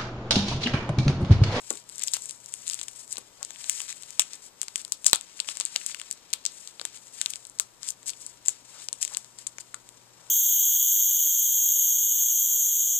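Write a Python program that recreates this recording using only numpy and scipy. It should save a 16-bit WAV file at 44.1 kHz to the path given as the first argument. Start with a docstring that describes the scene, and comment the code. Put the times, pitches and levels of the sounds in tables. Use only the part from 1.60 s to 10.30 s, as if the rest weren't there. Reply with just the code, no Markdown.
"""Cat in wrapping paper

A cat noses and paws at wrapping paper on a living-room carpet, just left of a small camera.
Creases buckle and snap over a sliding rustle and short rips; paws knock a cardboard box; the carpet
gives dull rubs. The room answers briefly over room tone, hiss and mains hum. Each of the two
microphone ports has its own resonance; the loudest snaps clip."""
import sys
import numpy as np
from scipy import signal
from scipy.fft import rfft, irfft
from scipy.io import wavfile

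SR = 44100
rng = np.random.default_rng(int(sys.argv[2]) if len(sys.argv) > 2 else 0)


def master_out(mix):
    """Clip the mix to full scale and print it as 16-bit PCM to the path in sys.argv[1]."""
    frames = np.transpose(np.atleast_2d(mix))
    ceiling = np.clip(frames, -1, 1)
    pcm = np.round(ceiling * 32767).astype(np.int16)
    wavfile.write(sys.argv[1], SR, pcm)


N = 383669
TIME_S = np.arange(N) / SR
PAN_DB = 14  # left minus right


def undb(db):
    """dB to gain."""
    return 10 ** (np.asarray(db) / 20)


def unit(x):
    """Scale to rms 1."""
    return x / np.sqrt(np.mean(x ** 2))


def peak(x):
    """Largest magnitude of each row."""
    return np.abs(x).max(axis=-1, keepdims=True)


def band(x, lo_hz, hi_hz):
    """Band-pass, 12 dB/octave each side."""
    return signal.sosfilt(signal.butter(2, [lo_hz, hi_hz], "bandpass", fs=SR, output="sos"), x)


def lowpass(x, hz, order=2):
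    """Gentle treble roll-off."""
    return signal.lfilter(*signal.butter(order, hz, fs=SR), x)


def top_cut(x, hz):
    """Steep low-pass."""
    return signal.sosfilt(signal.ellip(10, .2, 80, hz, fs=SR, output="sos"), x)


def ring(hz, t60_s, size=SR // 8):
    """One damped mode."""
    t = np.arange(size) / SR
    return np.sin(2 * np.pi * hz * t) * np.exp(-np.log(1000) * t / t60_s)


def add(track, start_s, sound):
    """Mix a sound into the track."""
    i = int(start_s * SR)
    track[..., i:i + sound.shape[-1]] += sound[..., :N - i]


def colour(noise, points):
    """Filter by (frequency [Hz], gain [dB]) points."""
    hz, db = np.transpose(points)
    bins_hz = np.fft.rfftfreq(N, 1 / SR) + 1
    return irfft(rfft(noise) * undb(np.interp(np.log(bins_hz), np.log(hz), db)), N)


# Port resonances, left then right: (frequency [Hz], Q)
PORTS = [(7790, 5.25), (6240, 6.2)]


def port(x, hz, q):
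    """Hole in front of a capsule: flat bass, a resonance, falling treble."""
    w = 2 * SR * np.tan(np.pi * hz / SR)
    return signal.lfilter(*signal.bilinear([w * w], [1, w / q, w * w], SR), x)


# Hum partials: (frequency [Hz], level [dB])
HUM_PARTIALS = [(120, -66.5), (961, -75.5)]
# Hum envelope: (time [s], gain [dB])
HUM_SAG = [(0, 1), (1.4, -1), (2.2, -3.5), (2.7, -7), (3.8, -13), (5.1, -6.5), (5.6, -3.5), (6.4, -1.5),
           (8.7, 1.5)]


def hum():
    """Mains hum; the level sags and returns."""
    tones = sum(np.sqrt(2) * undb(db) * np.sin(2 * np.pi * hz * TIME_S) for hz, db in HUM_PARTIALS)
    return tones * undb(np.interp(TIME_S, *np.transpose(HUM_SAG)))


# Noise floor spectrum: (frequency [Hz], relative density [dB])
AIR_SPECTRUM = [(15, -38), (25, 4.5), (70, -1), (122, -1), (168, 1.5), (330, -1.5), (599, -3.5),
                (741, -5.5), (966, -3.5), (1130, -6), (2640, -14), (5840, -13), (7420, -19), (14000, -18.5)]
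# Noise floor balance: (frequency [Hz], left minus right [dB])
AIR_BALANCE = [(60, 1), (110, 5.5), (200, 6.5), (370, 8.0), (680, 7.5), (1260, 6), (2310, -0.5), (4250, -1),
               (7810, 1), (14400, 2)]
# Port coherence: (frequency [Hz], common power [0-1])
AIR_COHERENCE = [(40, 0.058), (130, 0.5), (500, 0.54), (1500, 0.21), (4000, 0.022)]


def air(noise_db=-58):
    """Room tone and capsule hiss, partly common to both sides, plus the hum."""
    common, *own = rng.standard_normal((3, N))
    hz, share = np.transpose(AIR_COHERENCE)
    alike = colour(common, np.transpose([hz, 10 * np.log10(share)]))
    apart = colour(np.array(own), np.transpose([hz, 10 * np.log10(1 - share)]))
    floor = unit(colour(alike + apart, AIR_SPECTRUM)) * undb(noise_db) + hum()
    return np.array([colour(x, np.multiply(AIR_BALANCE, [1, side])) for x, side in zip(floor, (.5, -.5))])


def grains(rate_per_s, spread_db):
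    """Tiny creases of random size and timing, as a fine and a coarse band."""
    hits = rng.random(N) < rate_per_s / SR
    clicks = hits * rng.standard_normal(N)
    clicks *= undb(spread_db * np.minimum(rng.exponential(1, N), 5.5))
    fine = band(clicks, 4800, 19000)
    coarse = band(np.roll(clicks, N // 2), 1570, 5670)
    return fine / np.std(port(fine, *PORTS[0])), unit(coarse)


# Sliding paper: (time [s], fine level [dB], coarse level [dB])
RUSTLE = [(0, -42.5, -55.5), (.12, -37.5, -50), (.2, -40.5, -52), (.25, -60, -64), (.31, -41, -53.5),
          (.42, -38, -54), (.65, -33.5, -54), (.8, -47, -59.5), (.92, -40, -54.5), (1.15, -37.5, -49),
          (1.3, -43, -57), (1.36, -39.5, -57), (1.41, -35.5, -51.5), (1.44, -41, -55), (1.46, -49, -77),
          (1.52, -35, -48), (1.6, -50, -56), (1.7, -52.5, -60.5), (2.0, -38.5, -49), (2.13, -27, -42),
          (2.35, -42.5, -53.5), (2.7, -41.5, -51.5), (2.92, -56, -61.5), (3.05, -47, -56),
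          (3.4, -48, -63.5), (3.5, -37, -51), (3.68, -51, -53.5), (3.9, -37.5, -52), (4.02, -40, -47.5),
          (4.2, -35, -46.5), (4.4, -42, -50), (4.63, -56, -58), (4.82, -52, -54.5), (4.93, -41.5, -54),
          (5.0, -38.5, -50.5), (5.04, -41.5, -54), (5.13, -49.5, -58), (5.3, -48, -50), (5.41, -47, -63),
          (5.46, -41.5, -55), (5.5, -49, -60), (5.54, -36.5, -52), (5.6, -37.5, -47), (5.7, -38.5, -51),
          (5.85, -46.5, -60.5), (6.12, -55.5, -63), (6.5, -51, -61), (6.62, -36.5, -55.5), (6.8, -55, -60),
          (6.9, -42, -48.5), (7.02, -52.5, -60), (7.07, -49, -59), (7.09, -43.5, -51.5),
          (7.15, -43.5, -51.5), (7.2, -40.5, -47.5), (7.245, -35.5, -50.5), (7.27, -47, -61),
          (7.33, -48.5, -63), (7.5, -37, -49.5), (7.72, -51, -62), (8.3, -52, -60.5), (8.5, -55, -61),
          (8.6, -52.5, -58), (8.7, -47, -58)]


def rustle(flicker_db=1.95, crackle_db=-12):
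    """Paper slides on paper: dense creases fuse into a flickering hiss under sparse crackles."""
    time_s, fine_db, coarse_db = np.transpose(RUSTLE)
    fine, coarse = grains(rate_per_s=9000, spread_db=1.5)
    fine_crackle, coarse_crackle = grains(rate_per_s=500, spread_db=3)
    fine = 0.56 * (fine + undb(crackle_db) * fine_crackle) * undb(np.interp(TIME_S, time_s, fine_db))
    coarse = 0.74 * (coarse + undb(crackle_db) * coarse_crackle)
    coarse *= undb(np.interp(TIME_S, time_s, coarse_db))
    flicker = unit(band(rng.standard_normal(N), 1.3, 41))
    return (fine + coarse) * undb(flicker_db * flicker)


def crack(noise, t_ms, decay_ms, level_db):
    """Burst of tiny cracks, the first hardest; short bursts are sharp, long ones mid-treble."""
    envelope = np.exp(-(t_ms / np.maximum(decay_ms, .03)) ** (1 + 0.43 * decay_ms))
    burst = band((noise + 2.44 * (t_ms == 0)) * envelope, 5020, 21700)
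    smooth = np.clip(decay_ms, 0, 1)
    burst = (1 - smooth) * burst + smooth * band(burst, 5500, 11400)
    burst += undb(-6) * (1 - smooth) * band(burst, 11800, 22000)
    return burst * undb(level_db) / peak(port(burst, *PORTS[0]))


def sheet_ring(hz, size, t60_cycles=13):
    """Three modes of a paper patch, spaced by its shape; a small patch radiates little bass."""
    lower_hz = 0.58 * hz * np.exp(0.15 * rng.standard_normal(hz.shape))
    upper_hz = 1.45 * hz * np.exp(0.24 * rng.standard_normal(hz.shape))
    t60_s = t60_cycles / hz
    modes = ring(hz, t60_s, size) - undb(-7.5) * ring(lower_hz, t60_s, size)
    modes += undb(-8.5) * ring(upper_hz, t60_s, size)
    return band(modes, 740, 9400)


# Buckling creases:
# (time [s], crack level [dB], ring pitch [Hz], ring level [dB], flap level [dB], crack decay [ms])
SNAPS = [(0.1049, -3, 4950, -47, -35, 0.23), (0.382, -13.5, 3450.0, -43, -47, 0.048),
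         (0.423, -13, 3900.0, -22, -44, 0.21), (0.4368, -4, 3440, -22, -46, 0.22),
         (0.475, -10, 3660.0, -39, -52, 0.37), (0.4823, -14, 5240, -11, -46, 0.081),
         (0.5364, -2.5, 4170, -13, -50, 0.16), (0.5408, -1.5, 4290.0, -32, -34, 0.065),
         (0.548, -16, 4800, -37, -53, 0.22), (0.5673, -9.5, 2760.0, -31, -29, 0.21),
         (0.695, -14, 5190.0, -23, -50, 0.12), (0.7096, -14.5, 3680, -29, -49, 0.19),
         (0.9392, -8.5, 3300, -25, -50, 0.5), (1.0792, -9, 4170, -25, -48, 0.45),
         (1.091, -14, 5080.0, -31, -54, 0.43), (1.0988, -9.5, 5030, -13.5, -50, 0.075),
         (1.1339, -12, 4840, -16.5, -54, 0.18), (1.144, -8, 5060.0, -34.0, -53.0, 0.12),
         (1.214, -12.5, 3520, -17.5, -41, 0.19), (1.231, -14, 3080.0, -41, -54.0, 0.2),
         (1.283, -14.5, 3200, -23.5, -42, 0.55), (1.527, -7.5, 4330.0, -46, -57, 0.07),
         (1.584, -14.5, 3830, -31, -33, 0.31), (1.8293, -8, 3800, -22.5, -42, 0.092),
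         (1.8494, -15, 5000, -25, -38.5, 0.16), (2.0966, 3.5, 3200, -12, -31, 0.021),
         (2.2036, -12, 2880, -20, -29, 0.24), (2.2175, -11.5, 2730.0, -33, -37, 0.082),
         (2.327, -17, 2500, -26, -55, 0.19), (2.506, -17.5, 3040.0, -34.5, -57, 0.097),
         (2.5955, 8.5, 3540, 2.5, -32, 0.47), (2.5993, -8, 2380, -22, -51, 0.8),
         (2.6046, -7, 2470, -23, -53, 0.66), (2.734, -17, 4340, -24.5, -39, 0.091),
         (3.0159, -3, 3300, -20.5, -37, 0.035), (3.0307, -12, 3030, -25, -36, 0.54),
         (3.0829, -20.5, 4630, -20.5, -32, 0.068), (3.158, -3.5, 3220, -12.5, -47, 0.18),
         (3.2497, -14, 4700, -18, -41, 0.03), (3.322, 1.5, 3430, -52, -32, 0.03),
         (3.445, -10, 3700, -19, -49, 0.046), (3.4571, -11, 3450.0, -37, -52.0, 0.1),
         (3.4642, 6.5, 5160, -1.5, -36, 4), (3.4722, -6, 5190.0, -19, -50, 0.1),
         (3.4815, -7, 4800, -14, -50, 0.19), (3.4977, -20, 5100, -18, -57, 0.05),
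         (3.5125, -13, 4870.0, -40.0, -57, 0.13), (3.5314, 7.5, 4090, 8, -10.5, 0.61),
         (3.5478, -13, 3400, -16.5, -41, 0.18), (3.558, -5.5, 3290.0, -20, -39, 0.11),
         (3.611, -16, 3600, -26.5, -52, 0.075), (3.793, -37, 2820, -26, -50, 0.1),
         (3.846, -36, 2610, -30.5, -44, 0.1), (4.214, -28, 2740, -25.5, -48, 0.1),
         (4.298, -23, 2300, -27, -43, 0.1), (3.8016, -9, 4330, -6.5, -50, 1.2),
         (3.888, -18, 3280, -11.5, -26, 0.41), (3.971, -11, 3010.0, -27, -34, 0.059),
         (4, -3, 4630, -14.5, -34, 0.092), (4.0101, -16, 4520, -12, -29, 0.3),
         (4.0524, -4.5, 5100, -41, -52, 0.2), (4.061, -28, 4570.0, -24, -54, 0.4),
         (4.1603, -17, 2980, -9.5, -23, 0.1), (4.1614, -7.5, 4500, -4.5, -23, 0.043),
         (4.157, -30, 2800, -24, -35, 0.1), (4.2635, -3.5, 4650, -34, -42, 0.048),
         (4.3464, -17, 2850, -16.5, -40, 0.061), (4.3986, -22, 2930.0, -22.5, -53, 0.039),
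         (4.4152, -19.5, 3360, -20, -52, 0.29), (4.512, -5.5, 2960, -25.5, -55, 0.035),
         (4.527, -14, 4330.0, -38, -60, 0.049), (4.731, -7, 4820.0, -12, -55, 0.05),
         (4.7358, -0.5, 4400, -7, -49, 0.082), (4.737, -16, 4500, -28, -55, 0.089),
         (4.853, -6.5, 5030, -11, -58, 0.29), (4.863, -1, 4880, -28, -61, 0.18),
         (5.0749, -19.5, 4520, -22, -47, 0.036), (5.1966, -34, 3950, -17, -30, 0.07),
         (5.214, -16, 4860, -15, -27, 0.081), (5.2524, -6.5, 3600, -16.5, -30, 0.022),
         (5.6144, -2, 3820, -10, -47, 0.24), (5.6604, -8, 3800, -8, -46, 0.082),
         (5.7044, -12, 3120.0, -39, -55, 0.3), (5.7362, -18, 3560, -16.5, -40, 0.05),
         (5.7578, -15.5, 4670, -23, -57, 0.22), (5.9876, -21, 4760.0, -25.5, -49, 0.05),
         (5.9983, 4.5, 3740, -10, -44, 0.16), (6.2315, -20, 5100.0, -19.5, -38.5, 0.17),
         (6.2879, -9, 5000, -17.5, -46, 0.45), (6.305, -8, 3120.0, -45, -49.0, 0.13),
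         (6.4945, -10, 4530, -17.5, -55, 0.25), (6.6645, -15, 4870.0, -44.0, -51, 0.36),
         (6.86, -15, 3700.0, -28.5, -50.0, 0.72), (6.8835, 5.5, 4400, -29, -24, 0.45),
         (6.8918, -10, 3320, -26.5, -40, 0.51), (7.2864, -17, 5000, -14.5, -33, 0.035),
         (7.329, -8, 4400, -18, -44, 0.72), (7.4163, -15, 2620, -32, -55, 0.44),
         (7.4293, -14, 3250, -20, -51, 0.58), (7.4501, -6, 3600, -20, -31.5, 0.15),
         (7.4783, -15.5, 3470.0, -25.5, -39, 0.22), (7.5478, -30, 4500, -15, -39, 0.058),
         (7.5707, -2.5, 2860, -20.5, -34, 0.025), (7.868, -12, 3920, -24.5, -37, 0.63),
         (7.8712, -8.5, 2890.0, -39, -51.0, 0.4), (7.9841, -18.5, 2330, -23.5, -29, 0.65),
         (8.1444, -14, 3840, -25.5, -35.5, 0.33), (0.101, -28, 4280, -25, -53, 0.05),
         (0.107, -17, 3880, -21, -37, 0.13), (0.114, -27, 4070, -29, -32, 0.17),
         (0.1285, -19, 3580, -34, -47, 0.14), (0.1367, -29, 3830, -32, -50, 0.09),
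         (0.1544, -19.5, 3380, -37, -50, 0.05), (0.1729, -23, 4070, -26, -55, 0.2),
         (0.2914, -20, 4120, -37, -59, 0.13), (0.297, -24, 4530, -29, -58, 0.14),
         (0.3577, -19, 4390, -40, -57, 0.053), (0.3947, -14.5, 3320, -40, -54, 0.28),
         (0.4139, -20, 3220, -32, -56, 0.073), (0.4197, -16, 3900, -20.5, -43, 0.05),
         (0.4338, -16, 3400, -32, -46, 0.19), (0.5176, -17, 3870, -44, -61, 0.27),
         (0.5223, -24, 4420, -45, -56, 0.21), (0.6216, -18, 3950, -44, -58, 0.08),
         (0.643, -35, 4490, -48, -49, 0.13), (0.6517, -29, 3800, -39, -54, 0.03),
         (0.6573, -16, 4020, -38, -56, 0.26), (0.6667, -34, 4360, -46, -59, 0.16),
         (0.6903, -19, 3400, -47, -62, 0.16), (0.8028, -30, 3890, -47, -57, 0.11),
         (0.8606, -18.5, 4200, -44, -60, 0.21), (1.0678, -23, 3970, -25, -59, 0.13),
         (1.1108, -22, 4560, -19, -49, 0.67), (1.1168, -19, 4790, -32, -58, 0.03),
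         (1.152, -22, 4590, -28, -49, 0.03), (1.191, -24, 3580, -25, -40, 0.56),
         (1.1962, -21, 4460, -24.5, -53, 0.3), (1.235, -15, 3410, -30, -55, 0.24),
         (1.286, -25, 3750, -31, -60, 0.14), (1.313, -27, 4730, -47, -61, 0.03),
         (1.5571, -23, 4150, -30, -38, 0.25), (1.57, -20, 4300, -18, -43, 0.098),
         (1.5813, -17, 3750, -29, -39, 0.72), (1.9064, -18.5, 3780, -28, -36.5, 0.17),
         (1.9598, -33, 3300, -28, -59, 0.21), (2.0426, -27, 4100, -21.5, -37, 0.55),
         (2.4237, -19, 3050, -34, -56, 0.23), (2.4342, -21, 3980, -27, -56, 0.03),
         (2.61, -13, 3970, -32, -50, 0.41), (2.6157, -15, 4260, -30, -54, 0.25),
         (2.6198, -8.5, 2860, -21, -54, 0.22), (2.754, -24, 4120, -40, -61, 0.31),
         (3.1616, -18, 4220, -40, -53, 2.4), (3.1788, -20, 4260, -33, -45, 0.19),
         (3.2797, -26, 4470, -40, -43, 0.32), (3.326, -19, 4280, -42, -61, 0.79),
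         (3.3363, -31, 3920, -51, -58, 0.49), (3.4617, -10, 4100, -27, -33, 0.41),
         (3.477, -18, 4760, -28, -60, 0.46), (3.4927, -21, 4310, -34, -58, 0.09),
         (3.5094, -20, 3840, -41, -62, 0.11), (3.549, -9, 3860, -18, -35, 0.075),
         (3.5522, -15, 3790, -22, -44, 0.09), (3.806, -29, 3810, -43, -63, 0.71),
         (3.9541, -26, 4200, -28, -42, 0.03), (4.0041, -15, 3970, -36, -28.5, 0.5),
         (4.2669, -16, 3950, -25, -52, 0.73), (4.5043, -23, 3660, -41, -59, 0.32),
         (4.704, -30, 4290, -36, -55, 0.027), (4.7391, -33, 3660, -41, -49, 0.81),
         (5.6965, -24, 3950, -37, -58, 0.03), (5.7012, -17, 3770, -37, -59, 0.19),
         (5.7075, -24, 3400, -34, -56, 0.25), (5.7133, -27, 3950, -38, -62, 0.25),
         (5.852, -20.5, 4240, -28, -61, 0.28), (5.8691, -23, 3620, -48, -62, 0.13),
         (5.898, -23, 4170, -58, -65, 0.11), (6.2933, -25, 4500, -41.5, -53, 0.32),
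         (6.321, -28, 3840, -35, -60, 0.03), (6.43, -29, 3800, -39, -45, 0.27),
         (6.4818, -29, 4210, -40, -54, 0.84), (6.4859, -13, 4120, -36, -60, 0.13),
         (6.5029, -10.5, 4320, -41, -56, 0.11), (6.5345, -36, 3450, -28.5, -61, 0.17),
         (6.8542, -21, 4260, -43, -58, 0.09), (1.478, -27, 4200, -42, -58, 0.036),
         (0.24, -35, 4000, -50, -60, 0.05), (7.2198, -29, 4250, -33, -57, 0.03),
         (7.4448, -17, 3060, -35, -50, 0.11), (7.5374, -18, 4680, -41, -56, 0.06),
         (7.6064, -36, 4080, -49, -62, 0.03), (7.6458, -26, 4360, -33.5, -41, 0.035),
         (7.7872, -21, 4800, -27.5, -52, 0.19), (8.2903, -24, 3860, -32.5, -61, 0.09),
         (8.372, -37, 3670, -59, -61, 0.03)]


def snaps(size=512, room_db=-9, flap_room_db=-11.5, wide_above_db=4.5):
    """A crease flips: crack, sheet ring and dull flap. Returns left, right, room send."""
    time_s, crack_db, ring_hz, ring_db, flap_db, decay_ms = np.transpose(SNAPS)[..., None]
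    t_ms = np.arange(size) * 1000 / SR
    fine, dull = rng.standard_normal((len(SNAPS), 2, size)).transpose(1, 0, 2)
    cracks = crack(fine, t_ms, decay_ms, crack_db)
    sheet = undb(ring_db) * sheet_ring(ring_hz, size)
    flap = band(dull * np.exp(-t_ms), 314, 1920)
    flap *= undb(flap_db) / peak(flap)
    # The rest of the sheet shivers, unpitched, into the room.
    shiver = band(dull * np.exp(-t_ms / 0.17), 1240, 3800)
    shiver *= undb(ring_db - 7) / peak(shiver)
    pan_db = 18 + 2.5 * rng.standard_normal(len(SNAPS))
    # Loud snaps move a large patch and reach both ports more evenly.
    pan_db -= 3.2 * np.maximum(crack_db[:, 0] - wide_above_db, 0)
    out = np.zeros((3, N))
    for k, start_s in enumerate(time_s[:, 0]):
        add(out, start_s, cracks[k] * undb([[0], [-pan_db[k]], [room_db]]))
        add(out[:2], start_s, sheet[k] * undb([[0], [-pan_db[k]]]))
        add(out[2], start_s, shiver[k] * undb(room_db))
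        add(out, start_s, flap[k] * undb([[0], [-PAN_DB], [flap_room_db]]))
    return lowpass(out, 14500)


# Cardboard box modes: (frequency [Hz], level [dB], free T60 [s])
BOX_MODES = [(222, -7.5, 0.16), (307, -1, 0.036), (422, 0, 0.048), (687, -6, 0.056), (833, -8.5, 0.068),
             (1128, -5, 0.08), (1418, 1.5, 0.047), (2040, 2, 0.021)]
# Paw hits: (time [s], level [dB], pitch [Hz], paw damping [0-1])
KNOCKS = [(0.107, -21, 417, 0.3), (1.58, -33, 376, 0.68), (3.531, -12, 1000, 1), (3.886, -32, 1160, 0.7),
          (4.004, -46, 1510, 0.2), (5.999, -28, 1320, 0.75), (7.567, -35, 960, 0.77),
          (8.142, -25.5, 1610, 0.74)]


def knocks(falloff_db_per_octave=8.2):
    """A paw hits the box; modes near the pitch of the struck spot ring most."""
    out = np.zeros(N)
    for start_s, level_db, pitch_hz, damping in KNOCKS:
        free = 1 - min(damping, .9)
        box = 0
        for k, (hz, mode_db, t60_s) in enumerate(BOX_MODES):
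            gain = undb(mode_db - falloff_db_per_octave * abs(np.log2(hz / pitch_hz)))
            box += (-1) ** k * gain * ring(hz, t60_s * free)
        add(out, start_s, undb(level_db) * box / peak(box))
    return out


# Short tears: (time [s], length [s], fine level [dB], coarse level [dB])
RIPS = [(0.38, 0.073, -50, -45.5), (0.465, 0.02, -27.5, -50), (0.529, 0.047, -41, -37),
        (1.063, 0.08, -33.5, -48), (1.505, 0.03, -32.5, -56), (2.279, 0.049, -34.5, -39.5),
        (2.817, 0.073, -41.5, -58), (3.769, 0.017, -40.5, -58), (3.87, 0.059, -33, -41),
        (5.337, 0.043, -41, -50), (6.21, 0.086, -40, -49), (6.27, 0.043, -30, -56),
        (6.458, 0.054, -26.5, -46), (6.856, 0.035, -33, -54), (7.409, 0.031, -24, -39.5),
        (7.775, 0.059, -45, -52.5), (7.997, 0.019, -37.5, -45), (4.273, 0.058, -37, -44.5),
        (3.167, 0.057, -40.5, -46), (2.703, 0.067, -47, -50)]


def rips():
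    """The sheet gives way: a dense crackle swells and stops."""
    fine, coarse = grains(rate_per_s=3000, spread_db=2.8)
    out = np.zeros(N)
    for start_s, length_s, fine_db, coarse_db in RIPS:
        progress = np.arange(0, 1, 1 / (length_s * SR))
        swell = np.sqrt(np.sin(np.pi * progress ** 1.02))
        span = int(start_s * SR) + np.arange(len(swell))
        out[span] += swell * (undb(fine_db) * fine[span] + undb(coarse_db) * coarse[span])
    return out


# Carpet rubs: (time [s], length [s], level [dB])
RUBS = [(7.5, 0.057, -47.5), (7.12, 0.1, -52.5), (8.53, 0.18, -59), (1.8, 0.043, -46)]


def rubs():
    """Friction on the carpet: a dull scuff swells and fades."""
    scuff = unit(band(rng.standard_normal(N), 600, 1500))
    out = np.zeros(N)
    for start_s, length_s, level_db in RUBS:
        i = int(start_s * SR)
        swell = np.sin(np.pi * np.arange(0, 1, 1 / (length_s * SR)))[:N - i]
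        add(out, start_s, undb(level_db) * swell * scuff[i:i + len(swell)])
    return out


def room(send, low_t60_s=0.16, mid_t60_s=0.15, high_t60_s=0.098, build_s=0.027):
    """Echoes thicken into a short stereo tail; the treble dies first."""
    t = np.arange(SR // 2) / SR
    density = np.clip(t / build_s, .22, 1) ** 2
    echoes = rng.standard_normal((2, len(t))) / np.sqrt(density)
    echoes *= (rng.random(echoes.shape) < density) & (t > .001)
    fade = np.exp(-np.log(1000) * t)
    tail = band(echoes, 170, 1550) * fade ** (1 / low_t60_s)
    tail += undb(0.5) * band(echoes, 1940, 4400) * fade ** (1 / mid_t60_s)
    tail += band(echoes, 9400, 22000) * fade ** (1 / high_t60_s)
    tail /= np.linalg.norm(tail, axis=1, keepdims=True)
    return signal.fftconvolve(send[None], tail, axes=1)[:, :N]


def sparkle(x):
    """Thin glossy paper: a narrow lift near 12 kHz."""
    return x + undb(-1.5) * band(x, 12160, 12300)


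def scene(soft_room_db=-9, knock_room_db=-6.5, soft_top_hz=14200, shadow_hz=8260, lag_samples=2):
    """Paper, box, carpet and echoes enter two ports, over the noise floor."""
    sharp = sparkle(snaps())
    soft = (rips() + rustle() + rubs()) * undb([[0], [-PAN_DB], [soft_room_db]])
    soft += knocks() * undb([[0], [-PAN_DB], [knock_room_db]])
    soft = sparkle(soft)
    echoes = room(sharp[2] + soft[2]) * undb([[0], [-7.5]])
    left, right = sharp[:2] + top_cut(soft[:2] + echoes, soft_top_hz)
    # The camera body shades the right port: later, duller.
    right = lowpass(np.roll(right, lag_samples), shadow_hz)
    return np.array([port(left, *PORTS[0]), port(right, *PORTS[1])]) + top_cut(air(), soft_top_hz)


def record(dry, clip_level=.92, bass_loss=0.53, bass_hz=490, top_hz=16400):
    """Loudest snaps clip, bass is thinned, treble ends near 16 kHz."""
    clipped = np.clip(dry, -clip_level, clip_level)
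    thinned = clipped - bass_loss * lowpass(clipped, bass_hz, order=1)
    return top_cut(thinned, top_hz)


dry = scene()
out = record(dry)
master_out(out)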